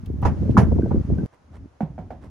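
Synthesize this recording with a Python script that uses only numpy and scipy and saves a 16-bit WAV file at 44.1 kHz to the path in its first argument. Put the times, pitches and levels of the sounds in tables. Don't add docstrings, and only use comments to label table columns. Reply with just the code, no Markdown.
import sys
import numpy as np
from scipy import signal
from scipy.fft import rfft, irfft
from scipy.io import wavfile
from scipy.ndimage import uniform_filter1d

SR = 44100
rng = np.random.default_rng(int(sys.argv[2]) if len(sys.argv) > 2 else 0)


def output_pcm(signal):
    pcm = np.clip(np.atleast_2d(signal).T, -1, 1) * 32767
    wavfile.write(sys.argv[1], SR, np.round(pcm).astype(np.int16))


N = 101429
HZ, TIME = np.fft.rfftfreq(N, 1 / SR), np.arange(N) / SR
AGE = TIME[:SR // 2]
RAMP_PAN_DB, FLOOR_PAN_DB, TREBLE_PAN_DB = -2.5, -3.5, 3.5


def amp(db):
    return 10 ** (np.asarray(db) / 20)

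def unit_rms(x):
    return x / np.sqrt(np.mean(x ** 2) + 1e-20)

def unit_hit(x):
    return x / np.sqrt(np.mean(x ** 2) * x.shape[-1] / (SR / 50) + 1e-20)

def pan(db):
    return amp(np.array([[db], [-db]]) / 2)

def add(mix, s, sound):
    part = mix[:, max(round(s * SR), 0):][:, :sound.shape[-1]]
    part += sound[..., :part.shape[1]]

def noise_pair(coherence, size=N):
    mid, side = rng.standard_normal((2, size))
    return np.sqrt((1 + coherence) / 2) * mid + np.sqrt((1 - coherence) / 2) * np.array([side, -side])

def fluctuation(hz):
    return unit_rms(signal.sosfilt(signal.butter(2, hz, fs=SR, output="sos"), rng.standard_normal(N)))

def low_cut(x, hz=39):
    return signal.sosfilt(signal.butter(2, hz, "highpass", fs=SR, output="sos"), x)

def coloured(x, spectrum):
    hz, db = np.transpose(spectrum)
    gain = amp(np.interp(np.log(HZ + 1), np.log(hz), db, right=-np.inf))
    return unit_rms(irfft(rfft(x) * gain, N))

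def ring(modes, rise_s, centre_hz=None, octaves=1, spread=0, sag=0, sag_s=.015):
    out = np.zeros((2, len(AGE)))
    clock = AGE + sag * sag_s * (1 - np.exp(-AGE / sag_s))
    for k, (hz, db, t60) in enumerate(modes):
        weight = 1 if centre_hz is None else 1 / (1 + (2 * np.log2(hz / centre_hz) / octaves) ** 2) ** 2
        sign = (-1) ** (k // 3)
        ear_phase = spread * rng.standard_normal((2, 1))
        out += sign * weight * amp(db - 60 * AGE / t60) * np.sin(2 * np.pi * hz * clock + ear_phase)
    return unit_hit(out * (1 - np.exp(-AGE / rise_s)))

def dense_modes(bands, coherence, pan_db):
    body, wide = noise_pair(coherence, len(AGE)), noise_pair(.15, len(AGE))
    log_hz = np.log(np.fft.rfftfreq(len(AGE), 1 / SR) + 1)
    centres = np.log([b[0] for b in bands])
    out = 0
    for share, (hz, db, t60) in zip(np.eye(len(bands)), bands):
        source = wide * pan(TREBLE_PAN_DB * (hz < 8000)) if hz > 3000 else body * pan(pan_db)
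        passband = np.interp(log_hz, np.r_[centres[0] - 1, centres], np.r_[0, share])
        band = unit_rms(irfft(rfft(source) * passband, len(AGE)))
        out = out + band * amp(db - 60 * AGE / t60) * (1 - np.exp(-AGE * hz))
    return unit_hit(out)


# (time [s], level [dB])
RUMBLE_LEVELS = [(0, -39), (.11, -26), (.2, -27.5), (.29, -16.5), (.36, -29), (.42, -20.5), (.55, -23.5),
                 (.65, -16.5), (.76, -17), (.89, -25), (1.0, -16), (1.045, -28.5), (1.135, -16.5),
                 (1.19, -28)]
FLUTTER_LEVELS = [(.1, -72), (.2, -41.5), (.3, -35.5), (.36, -39), (.44, -27), (.52, -37), (.57, -19),
                  (.69, -27.5), (.74, -24.5), (.89, -30.5), (.96, -20), (1.045, -62), (1.11, -23.5),
                  (1.15, -41), (1.19, -23.5), (1.26, -26)]
CALM_LEVELS = [(1.39, -64.5), (1.52, -43), (1.64, -38.5), (1.69, -54), (1.79, -60.5), (1.88, -42),
               (2.04, -38.5), (2.21, -44.5), (2.27, -40.5)]
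# (frequency [Hz], relative level [dB])
RUMBLE_SPECTRUM = [(15, -47), (48, -9), (72, 1.5), (130, -7.5), (220, -11.5), (400, -26.5), (2000, -92)]
FLUTTER_SPECTRUM = [(60, -30), (150, 3), (270, -0.5), (400, -6), (600, -19.5), (900, -34.5), (3000, -64)]
CALM_SPECTRUM = [(20, -49), (48, -6), (76, 4), (130, -8.5), (280, -13), (1000, -56.5)]
def wind(levels, spectrum, coherence, gustiness_db=5):
    lumps = amp(gustiness_db * fluctuation(45))
    noise = coloured(noise_pair(coherence) * lumps, spectrum)
    local_power = uniform_filter1d(uniform_filter1d((noise ** 2).mean(0), size=1400), size=1400)
    return noise / np.sqrt(local_power + 1e-9) * amp(np.interp(TIME, *np.transpose(levels)))

# (time [s], level [dB])
AIR_LEVELS = [(.15, -57.5), (.4, -50), (1.1, -52.5)]
# (frequency [Hz], relative level [dB])
AIR_SPECTRUM = [(30, 3.5), (200, 2), (600, 7), (1300, 0), (2400, -9.5), (3800, -15.5), (6300, -15),
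                (8300, -26.5), (10300, -22), (12500, -37.5), (16000, -40.5)]
def air(db):
    return amp(db) * coloured(noise_pair(.22), AIR_SPECTRUM)

def rustle(db=-76.5, swing_db=5.5):
    flicker = amp(swing_db * fluctuation(20))
    hiss = low_cut(noise_pair(0), hz=11000)
    return amp(db) * unit_rms(hiss * flicker)

# (time [s], woody snap level [dB], high click level [dB])
TICK_EVENTS = [(0.06, -59.5, -66.5), (.219, -68, -66), (0.508, -59.5, -81)]
def ticks(snap_hz=2950, snap_t60=.045, click_hz=12000, click_t60=.025):
    out = np.zeros((2, N))
    for s, snap_db, click_db in TICK_EVENTS:
        for db, hz, t60 in (snap_db, snap_hz, snap_t60), (click_db, click_hz, click_t60):
            band = signal.lfilter(*signal.iirpeak(hz, 3, fs=SR), noise_pair(.5, len(AGE)))
            add(out, s, amp(db) * unit_hit(band * amp(-60 * AGE / t60)))
    return out

# (time [s], level [dB])
KNOCK_EVENTS = [(.098, -56), (.459, -51.5), (0.4917, -31), (.669, -45), (0.719, -26), (0.7861, -28),
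                (.86, -31.5), (1.1, -38)]
# (frequency [Hz], relative level [dB], T60 [s])
DULL_MODES = [(464, 2.5, .035), (550, -2.5, 0.036), (648, -3, 0.032), (913, -10.5, 0.014)]
def knocks():
    out = np.zeros((2, N))
    onset = 1 - np.exp(-AGE / .00056)
    for s, db in KNOCK_EVENTS:
        add(out, s, amp(db) * ring(DULL_MODES, rise_s=.0038, spread=.69) * onset)
    return out

# (time [s], envelope peak [dB], frequency [Hz])
EDDIES = [(0.103, -18.5, 290), (0.307, -19.5, 155), (.497, -7, 224), (.506, -8.5, 114.5),
          (0.635, -11.5, 179), (.79, -10, 344), (.798, -12.5, 298), (0.835, -8.5, 264), (.947, -8.5, 280),
          (0.965, -15.5, 284), (1.104, -18, 333), (1.124, -14.5, 136), (1.659, -30.5, 250.5)]
def buffets(width_cycles=.35):
    out = np.zeros((2, N))
    for s, db, hz in EDDIES:
        cycles = (TIME - s) * hz
        envelope = amp(db) / np.cosh(np.clip(cycles / width_cycles, -20, 20))
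        out += envelope * np.cos(2 * np.pi * cycles + .5 * rng.standard_normal((2, 1)))
    return low_cut(out)

# (time [s], clop level [dB], clop centre [Hz], thud level [dB], thud frequency [Hz],
# rattle level [dB], rattle cutoff [Hz], contact rise [s])
RAMP_STEPS = [(.225, -31.5, 850, -21, 133, -32, 5000, 0.0053),
              (0.2497, -22, 940, -15, 77, -20.5, 7750, .003),
              (0.5724, -18.5, 1200, -10.5, 193.8, -17.5, 14000, .001),
              (.581, -34.5, 1500, -10, 118, -23.5, 15100, .002),
              (0.908, -32.5, 760, -26, 131, -33.5, 1200, 0.003)]
# (frequency [Hz], relative level [dB], T60 [s])
BOARD_MODES = [(566, -1, 0.15), (798.5, 1.5, 0.056), (915, -5.5, 0.067), (990, -3, 0.088),
               (1149, -1.5, 0.055), (1187, -4.5, 0.06), (1309, -8, 0.08), (1444, -7.5, 0.074),
               (1705, -8.5, .09), (1794, -11.5, 0.068), (2177, -14, .16), (2277, -9, .14)]
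# (frequency [Hz], relative level [dB], T60 [s])
RATTLE_BANDS = [(256, -0.5, .3), (554, 3, 0.2), (1150, -7, 0.24), (2160, -11, 0.16), (4100, -18.5, 0.12),
                (5870, -16, 0.13), (8200, -30, 0.12), (10300, -22.5, 0.17), (12800, -29.5, .13)]
def ramp(thud_t60=.0905, thud_lag_s=.003, rattle_rise_s=.0045):
    out = np.zeros((2, N))
    for s, clop_db, clop_hz, thud_db, thud_hz, rattle_db, top_hz, rise_s in RAMP_STEPS:
        clop = ring(BOARD_MODES, rise_s, clop_hz, octaves=1.4, spread=.89)
        thud = ring([(thud_hz, 0, thud_t60)], rise_s=.0011)
        bands = [(hz, db - 10 * np.log10(1 + (hz / top_hz) ** 4), t60) for hz, db, t60 in RATTLE_BANDS]
        rattle = dense_modes(bands, .54, RAMP_PAN_DB) * (1 - np.exp(-AGE / rattle_rise_s))
        add(out, s, amp(clop_db) * clop * pan(RAMP_PAN_DB))
        add(out, s + thud_lag_s, amp(thud_db) * thud * pan(-2))
        add(out, s, amp(rattle_db) * rattle)
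    return out

# (frequency [Hz], relative level [dB], T60 [s])
IRON_MODES = [(5750, 0, 0.19), (6040, -5.5, 0.23)]
def horseshoe(s=.5703, clack_hz=1126, width_s=.001):
    since = TIME - s
    clack = np.cos(2 * np.pi * clack_hz * since) * np.exp(-(since / width_s) ** 2)
    out = amp(-5) * clack * pan(RAMP_PAN_DB)
    add(out, s, amp(-50) * ring(IRON_MODES, rise_s=.004, spread=.69) * pan(TREBLE_PAN_DB))
    return out

# (time [s], level [dB])
CLINK_EVENTS = [(0.821, -50.5), (0.859, -59), (1.185, -51)]
# (frequency [Hz], relative level [dB], T60 [s])
FITTING_MODES = [(1523, 1, 0.068), (1564, -2.5, 0.1)]
def fittings():
    out = np.zeros((2, N))
    for s, db in CLINK_EVENTS:
        add(out, s, amp(db) * ring(FITTING_MODES, rise_s=.0016, spread=.4) * pan(-7.5))
    return out

# (time [s], duration [s], level [dB])
DRAGS = [(1.323, 0.033, -53.5), (1.529, 0.051, -48), (2.217, 0.058, -48)]
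# (frequency [Hz], relative level [dB])
FRICTION_SPECTRUM = [(150, 6), (700, 7.5), (1400, -2.5), (4000, -20), (10000, -27.5), (16000, -43)]
def scuffs(grain_db=3, grain_hz=299):
    envelope = sum(amp(db) * np.exp(-(2 * (TIME - s) / length - 1) ** 2) for s, length, db in DRAGS)
    grit = amp(grain_db * fluctuation(grain_hz))
    return envelope * coloured(noise_pair(.72) * grit, FRICTION_SPECTRUM) * pan(-3)

# (time [s], clop level [dB], boom level [dB], boom frequency [Hz], echo level [dB])
FLOOR_STEPS = [(1.8059, -29.5, -24, 200, -34), (1.82, -42.5, -42, 197, -48),
               (1.828, -50, -22.5, 148.2, -48), (1.9, -64, -35, 125, -60), (1.98, -39.5, -43.5, 170, -44.5),
               (1.988, -40, -31.5, 157, -43), (2.1052, -37.5, -51, 235, -37.5)]
# (frequency [Hz], relative level [dB], T60 [s])
FLOOR_MODES = [(545.6, -13.5, 0.16), (624, -11, 0.065), (699, 11.5, 0.017), (736, -8, 0.18),
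               (806, -9, 0.16), (909, -5, 0.031), (1455, -2, 0.01), (2260, -22, 0.045)]
ECHO_BANDS = [(140, -9.5, 0.65), (252, 0.5, 0.35), (420, 1.5, 0.17), (678, 2, 0.28), (1115, -7.5, 0.23),
              (2320, -18, 0.26), (5800, -24.5, 0.17), (9400, -29.5, .2)]
def trailer_floor(boom_t60=.11):
    out = np.zeros((2, N))
    for s, clop_db, boom_db, boom_hz, echo_db in FLOOR_STEPS:
        clop = ring(FLOOR_MODES, rise_s=.0011, spread=.22)
        boom = ring([(boom_hz, 0, boom_t60)], rise_s=.0013, sag=.19)
        add(out, s, amp(clop_db) * clop * pan(FLOOR_PAN_DB))
        add(out, s + .002, amp(boom_db) * boom * pan(-2.9))
        add(out, s, amp(echo_db) * dense_modes(ECHO_BANDS, .7, FLOOR_PAN_DB))
    return low_cut(out)


def scene(cut_s=1.261):
    gusts = wind(RUMBLE_LEVELS, RUMBLE_SPECTRUM, .57) + wind(FLUTTER_LEVELS, FLUTTER_SPECTRUM, .65)
    impacts = ramp() + horseshoe() + knocks() + fittings() + ticks()
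    outside = gusts + impacts + rustle() + air(np.interp(TIME, *np.transpose(AIR_LEVELS)))
    inside = trailer_floor() + scuffs() + air(db=-61.5)
    inside += wind(CALM_LEVELS, CALM_SPECTRUM, .94, gustiness_db=2)
    return np.where(TIME < cut_s, outside, inside) + buffets()

def record(dry, ceiling=.98, top_hz=16200):
    rounded = dry / (1 + (dry / ceiling) ** 6) ** (1 / 6)
    lowpass = signal.firwin(511, top_hz, window=("kaiser", 9), fs=SR)
    return signal.oaconvolve(rounded, lowpass[None], "same")


dry = scene()
out = record(dry)
output_pcm(out)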